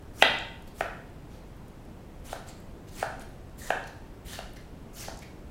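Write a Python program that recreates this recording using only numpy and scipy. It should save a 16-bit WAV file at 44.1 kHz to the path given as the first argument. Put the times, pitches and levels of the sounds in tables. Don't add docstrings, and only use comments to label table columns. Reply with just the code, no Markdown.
import sys
import numpy as np
from scipy import signal
from scipy.fft import rfft, irfft, next_fast_len
from scipy.io import wavfile
from scipy.ndimage import uniform_filter1d

SR = 44100
rng = np.random.default_rng(int(sys.argv[2]) if len(sys.argv) > 2 else 0)


def bounce(signal):
    frames = np.transpose(np.atleast_2d(signal))
    limited = np.clip(frames, -1, 1)
    pcm = np.round(limited * 32767).astype(np.int16)
    wavfile.write(sys.argv[1], SR, pcm)


N = 242682

# (time [s], level [dB], cushion corner [Hz], board pitch [factor],
# blade flex [Hz], flex [dB], edge tick [dB], thump of the hand's weight [dB])
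KNOCKS = [(0.2233, 0.5, 3800, 0.96, 2011, 1.5, -28.5, -14),
          (0.8077, -9, 1730, 0.89, 1934, 0.5, -35.5, -14.5),
          (2.3286, -15.5, 1274, 0.92, 1730, -6, -29, -23), (3.0270, -8.5, 1350, 0.92, 1615, -11, -36, -28),
          (3.704, -6, 1800, 0.92, 1378, -11, -35, -17), (4.389, -20.5, 1320, 0.906, 2840, 14, -28, -24),
          (5.0824, -19.5, 1170, 0.97, 1510, -31, -34, -23)]


def knocks(strike_db=30, tick_s=0.0015, tick_hz=6000, radiate_hz=230, thump_hz=270,
           worktop_db=-2, room_db=-1.5, tick_room_db=-9):
    # (frequency before pitch factor [Hz], width [Hz], level [dB])
    board_modes = [(450, 100, -10.5), (591.4, 120, -4.5), (813, 121, 0.5), (956, 190, -13.5),
                   (1075, 90, -20), (1502, 130, -6), (1652, 120, -5), (1950, 207, -5.5), (2368, 26, -6.5),
                   (2599, 67, 1.5), (2600, 120, -0.5), (2872, 250, -3.5), (3360, 100, -3.5),
                   (3800, 290, -9.5), (4260, 240, -12), (4870, 500, -19)]
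    # (frequency before pitch factor [Hz], width [Hz])
    board_nulls = [(1200, 87), (2210, 160)]
    # (frequency [Hz], level [dB], T60 [s])
    worktop_modes = [(568, -66.5, .4), (620, -60, 0.31), (665, -45, 0.11), (736, -63.5, 0.21),
                     (760, -65.5, .5), (912, -61.5, 0.83), (1320, -70.5, 0.2), (1497, -59, 0.46),
                     (1619, -62.5, .4), (2426, -65, 0.19), (3140, -56.5, .3), (3250, -54.5, 0.12)]
    out, t = np.zeros(N), np.arange(SR // 2) / SR
    worktop = sum(amp(worktop_db + db - 60 * t / t60_s) * np.cos(2 * np.pi * hz * t)
                  for hz, db, t60_s in worktop_modes)
    radiation = signal.butter(1, radiate_hz, "high", fs=SR, output="sos")
    for s, db, corner_hz, pitch, flex_hz, flex_db, tick_db, thump_db in KNOCKS:
        body = sum((-1) ** k * amp(mode_db) * ring(t, hz * pitch, width_hz)
                   for k, (hz, width_hz, mode_db) in enumerate(board_modes))
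        body += amp(flex_db) * ring(t, flex_hz, width_hz=99)
        body += amp(thump_db) * ring(t, thump_hz, width_hz=136)
        body += signal.fftconvolve(body, worktop)[:len(t)]
        for hz, width_hz in board_nulls:
            body = signal.lfilter(*signal.iirnotch(hz * pitch, hz / width_hz, fs=SR), body)
        cushion = signal.butter(3, corner_hz, fs=SR, output="sos")
        wood = amp(db + strike_db) * signal.sosfilt(np.vstack([cushion, radiation]), body)
        grit = noise(len(t), lambda hz: hump(hz, tick_hz, octaves=0.76))
        tick = amp(db + tick_db) * grit * swell(t, tick_s)
        add(out, s, wood + tick)
        send = amp(room_db) * wood + amp(tick_room_db) * tick
        add(out, s, signal.fftconvolve(send, kitchen()))
    return out


def slicing(level_db=-1, skin_hz=12500, skin_db=5, pulp_db=-7, dulling_s=0.06, bite_s=0.019,
            ease_db_per_s=131, stop_db_per_s=229.5, uneven_db=0.74, uneven_hz=60.3):
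    # (length [s], deepest point [fraction], deepest rasp [dB], entry rasp [dB],
    # skin snap [dB], scrape of skin on steel [Hz], scrape width [octaves], scrape gain [dB])
    cuts = [(0.1, 1, -38.5, -69, -72, 2940, .3, -3), (0.075, 1, -46.5, -65, -68, 6600, .33, -2.5),
            (.092, 1, -43.5, -56.5, -63, 20000, .47, -1), (.125, 0.76, -41.5, -64, -68, 11200, 0.15, -2),
            (.133, .8, -43, -55.5, -53, 7300, 0.28, 4), (.145, 0.61, -41, -55, -57, 3200, 0.29, 4.5),
            (.158, 0.58, -39.5, -58, -62, 5700, 0.18, 5)]
    # (frequency [Hz], gain [dB])
    rasp_colour = [(400, 7.5), (1200, 0), (2500, -1), (4500, -2.5), (7000, -1), (10000, -4), (12000, -8),
                   (15500, -8.5)]
    out, t = np.zeros(N), np.arange(SR // 3) / SR
    bursts = crackle(per_s=5000, spread_db=2.5, cycles=13, fizz=0.99)
    for (knock_s, *_), cut in zip(KNOCKS, cuts):
        length_s, depth, deep_db, entry_db, snap_db, scrape_hz, octaves, scrape_db = cut
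        start_s, deepest_s = knock_s - length_s, depth * length_s
        cells = patchy(bursts[rng.integers(N - len(t)):][:len(t)])
        colour = lambda hz: amp(read(rasp_colour, hz) + scrape_db * hump(hz, scrape_hz, octaves))
        rasp = unit(shaped(cells, colour))
        treble = shaped(rasp, lambda hz: hump(hz, skin_hz, octaves=0.47))
        treble_db = np.interp(t, [0, deepest_s, deepest_s + dulling_s], [skin_db, 0, pulp_db])
        rasp += treble * (amp(treble_db) - 1)
        db = np.interp(t, [0, deepest_s], [entry_db, deep_db])
        db -= ease_db_per_s * np.maximum(t - deepest_s, 0)
        db -= stop_db_per_s * np.maximum(t - length_s, 0)
        db += uneven_db * noise(len(t), lambda hz: np.exp(-(hz / uneven_hz) ** 2))
        add(out, start_s, rasp * amp(level_db + db) * np.minimum(t / bite_s, 1))
        add(out, start_s, smack(bursts, snap_db, skin_hz, octaves=0.46, length_s=0.05))
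    return out


def juice(level_db=-1, pop_octaves=0.496, pop_s=0.0077,
          stray_per_s=2.5, stray_db=-65, stray_spread_db=1.5, stray_hz=10500):
    # (peak time [s], level [dB], centre [Hz], length [s])
    peels = [(.68, -56.5, 9050, .036), (1.339, -62, 6020, .16), (2.487, -51, 6000, .07),
             (2.887, -56.5, 8500, 0.049), (3.214, -50, 5500, .045), (3.876, -48.5, 7350, .022),
             (4.568, -50.5, 5820, .024), (5.228, -50.5, 6970, 0.029)]
    # (peak time [s], level [dB], centre [Hz], length [s])
    squeaks = [(.219, -33, 2760, 0.022), (2.491, -49, 7530, .03), (3.22, -58.5, 9450, .05),
               (3.675, -52, 7800, 0.017), (3.65, -51, 1890, .15), (4.575, -53, 2010, 0.043),
               (4.972, -53, 14000, .045), (5.237, -53, 2195, .06)]
    # (peak time [s], level [dB], centre [Hz])
    pops = [(.388, -44, 5900), (0.624, -57, 10000), (1.683, -59, 10100), (2.603, -59.5, 13900),
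            (2.894, -54, 7000), (3.197, -49, 7500), (3.293, -62, 12450), (3.84, -48.5, 5900),
            (4.535, -54, 12500), (5.174, -48, 6760), (5.192, -48, 7460)]
    out = np.zeros(N)
    bursts = crackle(per_s=3600, spread_db=-1.5, cycles=15, fizz=0.45)
    for events, octaves in (peels, 1.56), (squeaks, 0.13):
        for s, db, hz, length_s in events:
            add(out, s - length_s / 2, smack(bursts, db, hz, octaves, length_s))
    for s, db, hz in pops:
        add(out, s - pop_s / 2, smack(bursts, db, hz, pop_octaves, pop_s))
    chances = rng.random((48, 2))
    for (when, luck), (size, pitch) in zip(chances, rng.standard_normal(chances.shape)):
        hz = stray_hz * 2 ** (pitch * pop_octaves / 2)
        pop = smack(bursts, stray_db + stray_spread_db * size, hz, pop_octaves, pop_s)
        if luck * len(chances) < stray_per_s * N / SR:
            add(out, when * N / SR, pop)
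    return amp(level_db) * out


def smack(bursts, db, centre_hz, octaves, length_s):
    # (frequency [Hz], gain [dB])
    pulp_colour = [(2000, 10), (8000, -2.5), (11000, -3), (15500, -6)]
    piece = bursts[rng.integers(N - SR // 4):][:SR // 4]
    band = shaped(piece, lambda hz: hump(hz, centre_hz, octaves) * amp(read(pulp_colour, hz)))
    envelope = signal.windows.hann(int(length_s * SR))
    snap = band[:len(envelope)] * envelope
    return amp(db) * snap * np.linalg.norm(envelope) / np.linalg.norm(snap)


def crackle(per_s, spread_db, cycles, fizz):
    pops, t = np.zeros(N), np.arange(SR // 100) / SR
    pitches_hz = np.geomspace(1200, 16000, 36)
    for hz in pitches_hz:
        when, size, sign, luck = rng.random((4, N // 50))
        popping = luck * len(luck) < per_s * N / SR * hz / pitches_hz.sum()
        gains = amp(spread_db * np.minimum(-np.log1p(-size), 4)) * np.sign(sign - 0.5)
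        pop = unit(ring(t, hz, hz / cycles))
        indices = (when[popping, None] * (N - len(t))).astype(int) + np.arange(len(t))
        pops += np.bincount(indices.ravel(), np.outer(gains[popping], pop).ravel(), N)
    return unit(unit(pops) + fizz * rng.standard_normal(N))


def patchy(x, patch_db=2.5):
    spectra = signal.stft(x, nperseg=256)[2]
    patches = uniform_filter1d(rng.standard_normal(spectra.shape), size=6, axis=0)
    patches = uniform_filter1d(patches, size=7, axis=1)
    return signal.istft(spectra * amp(patch_db * unit(patches)), nperseg=256)[1][:len(x)]


def kitchen(taps_per_s=6000, near_db=-6, wall_s=0.0115, counter_s=0.0049, counter_db=-20):
    # (frequency [Hz], T60 [s])
    room_t60 = [(200, 0.67), (700, 0.58), (1500, 0.57), (3500, 0.62), (6000, 0.52), (10000, 0.58),
                (15000, 0.24)]
    # (frequency [Hz], gain [dB])
    room_colour = [(150, 5.5), (450, -3), (750, -5.5), (1050, 1), (1600, 1), (2800, -3), (4500, 3),
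                   (8000, -5), (15000, -2)]
    t = np.arange(SR) / SR
    taps = rng.choice([-1., 1.], SR) * (rng.random(SR) < taps_per_s / SR)
    taps *= np.where(t < wall_s, amp(near_db) * np.sqrt(t / wall_s), 1)
    bin_hz, frame_s, spectra = signal.stft(taps, SR, nperseg=256)
    decay = amp(-60 * frame_s / read(room_t60, bin_hz)[:, None])
    tail = signal.istft(spectra * decay, SR, nperseg=256)[1]
    tail = shaped(tail / np.linalg.norm(tail), lambda hz: amp(read(room_colour, hz)))
    add(tail, counter_s, amp([counter_db]))
    return tail


def background(level_db=-45, whine_hz=7870, whine_db=4):
    # (frequency [Hz], relative density [dB])
    floor_colour = [(12, -11.5), (20, 2), (104, -5), (137, -6), (172, -7), (203, -8.5), (261, -10),
                    (419, -14.5), (620, -18), (693, -18.5), (1250, -27), (3220, -36), (3800, -39),
                    (10400, -46), (15800, -48)]
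    colour = lambda hz: amp(read(floor_colour, hz) + whine_db * hump(hz, whine_hz, octaves=0.011))
    return amp(level_db) * noise(N, colour)


def ring(t, hz, width_hz):
    return 2 * np.pi * width_hz / SR * np.exp(-np.pi * width_hz * t) * np.cos(2 * np.pi * hz * t)


def swell(t, peak_s):
    return t / peak_s * np.exp(1 - t / peak_s)


def noise(samples, gain):
    return unit(shaped(rng.standard_normal(samples), gain))


def shaped(x, gain):
    size = next_fast_len(len(x))
    return irfft(rfft(x, size) * gain(np.fft.rfftfreq(size, 1 / SR)), size)[:len(x)]


def hump(hz, centre_hz, octaves):
    return np.exp(-0.5 * (np.log2((hz + 1) / centre_hz) / octaves) ** 2)


def read(points, hz):
    points_hz, values = np.transpose(points)
    return np.interp(np.log(hz + 1), np.log(points_hz + 1), values)


def amp(db):
    return 10 ** (np.asarray(db) / 20)


def unit(x):
    return x / np.sqrt(np.mean(x ** 2) + 1e-20)


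def add(mix, start_s, sound):
    part = mix[max(round(start_s * SR), 0):][:len(sound)]
    part += sound[:len(part)]


def scene(tomato_room_db=-2):
    tomato = slicing() + juice()
    echo = amp(tomato_room_db) * signal.fftconvolve(tomato, kitchen())[:N]
    return (knocks() + tomato + echo + background())[None]


def record(dry):
    lowpass = signal.firwin(511, 15900, window=("kaiser", 9), fs=SR)
    return signal.oaconvolve(np.clip(dry, -1, 1), lowpass[None], "same")


dry = scene()
out = record(dry)
bounce(out)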